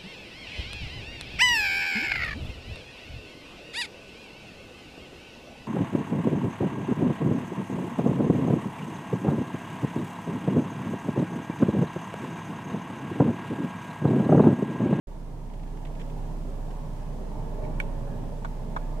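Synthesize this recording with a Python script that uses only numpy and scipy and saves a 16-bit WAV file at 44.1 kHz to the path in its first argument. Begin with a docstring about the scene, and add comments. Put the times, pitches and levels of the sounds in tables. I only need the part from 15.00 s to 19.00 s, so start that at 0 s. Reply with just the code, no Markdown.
"""Open grassland: an idling engine throbs, low and steady, as its cylinders fire.
One distant vehicle swells past with a rumble and a faint tyre whine. Fingers on the camera
make light ticks, a sharp click and two dull creaks of its plastic case.
Behind it all lies a soft wash of wind and far traffic, made of shaped noise."""
import sys
import numpy as np
from scipy import signal
from scipy.fft import rfft, irfft
from scipy.io import wavfile
from scipy.ndimage import uniform_filter1d

SR = 44100
rng = np.random.default_rng(int(sys.argv[2]) if len(sys.argv) > 2 else 0)


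def inscribe(sig):
    """Save sig as 16-bit PCM at rate SR to the path in sys.argv[1].

    A 1-D sig is mono; a 2-D sig holds one channel per row.
    Samples are clipped to [-1, 1] before scaling.
    """
    pcm = np.round(np.clip(np.atleast_2d(sig).T, -1, 1) * 32767)
    wavfile.write(sys.argv[1], SR, pcm.astype(np.int16))


N = 176400  # 4 seconds

# The tone of a tick or rattle on the case. Each row: frequency in Hz, strength in dB.
TICK_TONE = [(100, -36), (1000, -12), (1700, 0), (2400, -0.5), (3400, -3), (4500, -16.5), (7000, -17),
             (15000, -38)]


def amp(db):
    """Turns decibels into a multiplier."""
    return 10 ** (np.asarray(db) / 20)


def unit(x):
    """Scales a signal to an average power of 1."""
    return x / np.sqrt(np.mean(x ** 2) + 1e-20)


def read(points, hz):
    """Looks up frequencies in a table, blending between its rows."""
    row_hz, value = np.transpose(points)
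    return np.interp(np.log(hz + 1), np.log(row_hz), value)


def level(points):
    """Turns rows of seconds and dB into a multiplier for every sample."""
    return amp(np.interp(np.arange(N) / SR, *np.transpose(points)))


def pan(db):
    """Left and right multipliers, db apart; below zero leans right."""
    return unit(amp(np.array([[db / 2], [-db / 2]])))


def add(mix, start, sound):
    """Mixes a stereo sound in at a start time in seconds."""
    part = mix[:, round(start * SR):][:, :sound.shape[1]]
    part += sound[:, :part.shape[1]]


def drift(rate_hz):
    """A random wobble, mostly slower than rate_hz."""
    hz = np.fft.rfftfreq(N, 1 / SR)
    return unit(irfft(rfft(rng.standard_normal(N)) * (hz > 0) * np.exp(-(hz / rate_hz) ** 2), N))


def idling_engine(firing_hz=30.26):
    """Cylinders firing in turn make a deep throb, with weaker tones that waver."""
    # The throb. 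Each row: time in seconds, level in dB.
    throb_levels = [(.1, -35.5), (.7, -33.5), (1.1, -34), (1.3, -33.5), (1.55, -33), (1.97, -35),
                    (2.08, -33.5), (2.2, -35), (2.55, -33), (2.8, -30.5), (3.05, -33), (3.3, -35.5),
                    (3.6, -34.5), (4, -30.5)]
    # The weaker tones. Each row: multiple of the firing rate, dB relative to the throb.
    tones = [(.5, -28), (2, -22.5), (3.5, -24), (4, -23), (5, -14), (8.1, -21.5), (10, -25)]
    firings = np.cumsum(firing_hz * (1 + 0.01 * drift(5.06))) / SR
    gain = level(throb_levels)
    throb = gain * amp(0.64 * drift(24)) * np.sin(2 * np.pi * firings)
    for multiple, db in tones:
        tone_gain = gain.mean() * amp(db + 1.2 * drift(5))
        phase = 2 * np.pi * (multiple * firings + rng.random()) + 0.6 * drift(6)
        throb += tone_gain * np.sin(phase)
    return np.sqrt(2) * throb * pan(-2.5)


def fuzzy_tone(hz, width_hz):
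    """Noise gathered around one pitch, partly shared by left and right."""
    offset_hz = np.fft.rfftfreq(N, 1 / SR) - hz
    noise = rng.standard_normal((2, N)) + 1.17 * rng.standard_normal(N)
    return unit(irfft(rfft(noise) / (1 + (2 * offset_hz / width_hz) ** 2), N))


def passing_vehicle():
    """Rumble and tyre whine swell and ease off, with a thin hum and a faint whistle."""
    # The tyre whine. Each row: pitch in Hz, width in Hz, relative level in dB.
    whine_bands = [(456.5, 38, 0), (607.3, 24, 2), (648, 50, -8.5), (882, 25, -4), (1080, 96, -15)]
    # How each part swells. Each row: time in seconds, level in dB.
    whine_levels = [(0, -90), (1.9, -63), (2.3, -49.5), (2.5, -47), (2.67, -39.5), (2.8, -55), (3.2, -51),
                    (3.6, -53.5), (4, -50)]
    rumble_levels = [(1.9, -62), (2.5, -48), (2.8, -43), (3.15, -45), (3.5, -54), (4, -60)]
    hum_levels = [(0, -70), (1.5, -56), (2.5, -61.5), (2.85, -48.5), (3.15, -55.5), (3.4, -54), (4, -63)]
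    whistle_levels = [(0, -74), (2.95, -76), (3.13, -64.5), (3.3, -76.5), (4, -68)]
    tyres = unit(sum(amp(db) * fuzzy_tone(hz, width) for hz, width, db in whine_bands))
    whine = level(whine_levels) * tyres
    rumble = level(rumble_levels) * fuzzy_tone(hz=126.7, width_hz=33)
    hum = level(hum_levels) * fuzzy_tone(hz=557, width_hz=7.4)
    whistle = level(whistle_levels) * fuzzy_tone(hz=1684, width_hz=31)
    return (whine + rumble + hum + whistle) * pan(-2)


def scuff(tone, rise_s=0.00044, hold_s=0.0063, fall_s=0.003, shared=0, lag_s=0, size=4096):
    """A brief rub on the case makes a burst of noise with the given tone."""
    t, hz = np.arange(size) / SR, np.fft.rfftfreq(size, 1 / SR)
    shape = np.minimum(t / rise_s, 1) * np.exp(-np.maximum(t - hold_s, 0) / fall_s)
    left_only, right = rfft(rng.standard_normal((2, size)))
    # The left side hears the shared part lag_s seconds later.
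    left = shared * right * np.exp(-2j * np.pi * hz * lag_s) + np.sqrt(1 - shared ** 2) * left_only
    burst = irfft(np.array([left, right]) * amp(read(tone, hz))) * shape
    return burst * np.linalg.norm(shape) / np.linalg.norm(burst, axis=1, keepdims=True)


def case_click(size=4096):
    """A snap sets the plastic case ringing and briefly rattling."""
    # The notes of the case. Each row: pitch in Hz, relative level in dB, seconds to fade by 60 dB,
    # left minus right in dB, head start of the left wave in radians.
    notes = [(1086, -17, 0.048, 14, 1.9), (1480, -6.5, 0.034, 7, 3.1), (1860, -4, 0.015, -17, 1.5),
             (2282, 3, 0.023, -16, -2.2), (2790, -12, .014, -16, 2), (4350, -19, .011, -13, -0.45),
             (6200, -26, .011, -10, 1), (8270, -20, 0.015, -14, 2.2)]
    t = np.arange(size) / SR
    ring = np.zeros((2, size))
    for hz, db, fade_s, lean, lead in notes:
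        phase = 2 * np.pi * hz * t + np.array([[lead], [0]])
        ring += amp(db - 60 * t / fade_s) * pan(lean) * np.sin(phase)
    snap = amp(-19.5) * rng.standard_normal((2, size)) * np.exp(-t / 0.0013)
    rattle = amp(-25.5) * scuff(TICK_TONE, fall_s=0.013)
    return np.minimum(t / 0.00053, 1) * ring + snap + rattle


def fingers_on_camera():
    """Fingers make the case tick, click and creak."""
    # Light ticks and case clicks. Each row: start in seconds, level in dB.
    ticks = [(0.498, -57), (.535, -55), (0.593, -56), (0.632, -54), (.672, -58), (.77, -56.5), (0.851, -49),
             (.868, -54), (.951, -55.5), (.995, -52), (1.003, -52), (1.0137, -49), (1.098, -55.5),
             (1.707, -56)]
    clicks = [(2.639, -46), (2.65, -45), (2.801, -20)]
    # Dull creaks. Each row: start in seconds, level in dB, hold in seconds, left minus right in dB.
    creaks = [(3.4472, -32, 0.0047, -1), (3.7628, -27, 0.0063, -1.5)]
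    # The tone of a creak. Each row: frequency in Hz, strength in dB.
    creak_tone = [(100, -9), (500, -11), (750, -1), (1050, 4.5), (1300, 3), (1520, 2.5), (1900, -19),
                  (2300, -11), (2800, -31.5), (3550, -19.5), (4500, -32), (7500, -32), (12000, -55)]
    out = np.zeros((2, N))
    for start, db in ticks:
        add(out, start, amp(db) * pan(-2.5) * scuff(TICK_TONE))
    for start, db in clicks:
        add(out, start, amp(db) * case_click())
    for start, db, hold, lean in creaks:
        creak = scuff(creak_tone, rise_s=0.00089, hold_s=hold, fall_s=0.0061, shared=0.43, lag_s=0.000307)
        add(out, start, amp(db) * pan(lean) * creak)
    return out


def airy_noise(tone, patch_db, size=2048):
    """Wide noise in which patches of pitch grow louder and softer by about patch_db."""
    # How alike the two sides are. Each row: frequency in Hz, likeness from 0 to 1.
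    likeness = [(35, 0.99), (70, 0.72), (130, 0.82), (290, 0.43), (640, 0.7), (1410, 0.15), (3100, 0.044),
                (15000, 0.081)]
    # The lean to the right. Each row: frequency in Hz, left minus right in dB.
    balance = [(60, -4), (300, -3), (700, -2.5), (2400, -2), (4400, -1), (15000, 0)]
    hz, frames = np.fft.rfftfreq(size, 1 / SR), N // (size // 4) + 5
    a, b, c, d, patches = rng.standard_normal((5, frames, len(hz)))
    patches = uniform_filter1d(patches, size=10, axis=0)  # smooth over time
    patches = unit(uniform_filter1d(patches, size=8, axis=1))  # and over pitch
    same, lean = read(likeness, hz), amp(read(balance, hz) / 2)
    left = a + 1j * b
    right = same * left + np.sqrt(1 - same ** 2) * (c + 1j * d)
    spectra = np.array([left * lean, right / lean]) * amp(read(tone, hz) + patch_db * patches)
    _, noise = signal.istft(spectra, nperseg=size, noverlap=size - size // 4, time_axis=1, freq_axis=2)
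    return unit(noise[:, :N])


def wind_and_traffic():
    """Wind and far traffic blur into a dull, lightly fluttering wash over a thin hiss."""
    # The tones of the wash and the hiss. Each row: frequency in Hz, strength in dB.
    wash_tone = [(20, -6), (45, -2), (58, -1), (85, -5), (115, -1), (160, -0.5), (198, -4.5), (235, -3),
                 (280, -10), (335, -12.5), (405, -7), (500, -14.5), (600, -10.5), (740, -14.5), (930, -13),
                 (1250, -26), (1550, -30), (1700, -29.5), (2100, -33), (3200, -39.5), (6000, -59.5),
                 (16000, -89)]
    hiss_tone = [(20, -9), (1500, 0), (3000, 1.5), (4500, -0.5), (7000, -1.5), (10000, -5), (13000, -8),
                 (16000, -12.5)]
    # The swell of the wash. Each row: time in seconds, boost in dB.
    swell = [(0, 0), (1.2, 0), (2.1, 0), (2.7, 2.5), (3.1, 2), (3.5, 0), (3.8, 1), (4, 1)]
    flutter_db = 0.17 * drift(rate_hz=30)
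    wash = amp(-40.5 + flutter_db) * level(swell) * airy_noise(wash_tone, patch_db=1.4)
    hiss = amp(-61.5) * airy_noise(hiss_tone, patch_db=0.7)
    return wash + hiss


def scene():
    """Adds all the sounds together."""
    return idling_engine() + wind_and_traffic() + passing_vehicle() + fingers_on_camera()


def record(dry, start_s=0.071, cutoff_hz=15750):
    """The sound switches on and fades up, and its very highest treble is cut."""
    # The fade up. Each row: time in seconds, level change in dB.
    fade_in = [(.07, -3), (.55, -2.5), (1.05, 0.5)]
    switch_on = np.clip((np.arange(N) / SR - start_s) / 0.001, 0, 1)
    treble_cut = signal.firwin(511, cutoff_hz, window=("kaiser", 9), fs=SR)
    return signal.oaconvolve(dry * level(fade_in) * switch_on, treble_cut[None], "same")


dry = scene()
out = record(dry)
inscribe(out)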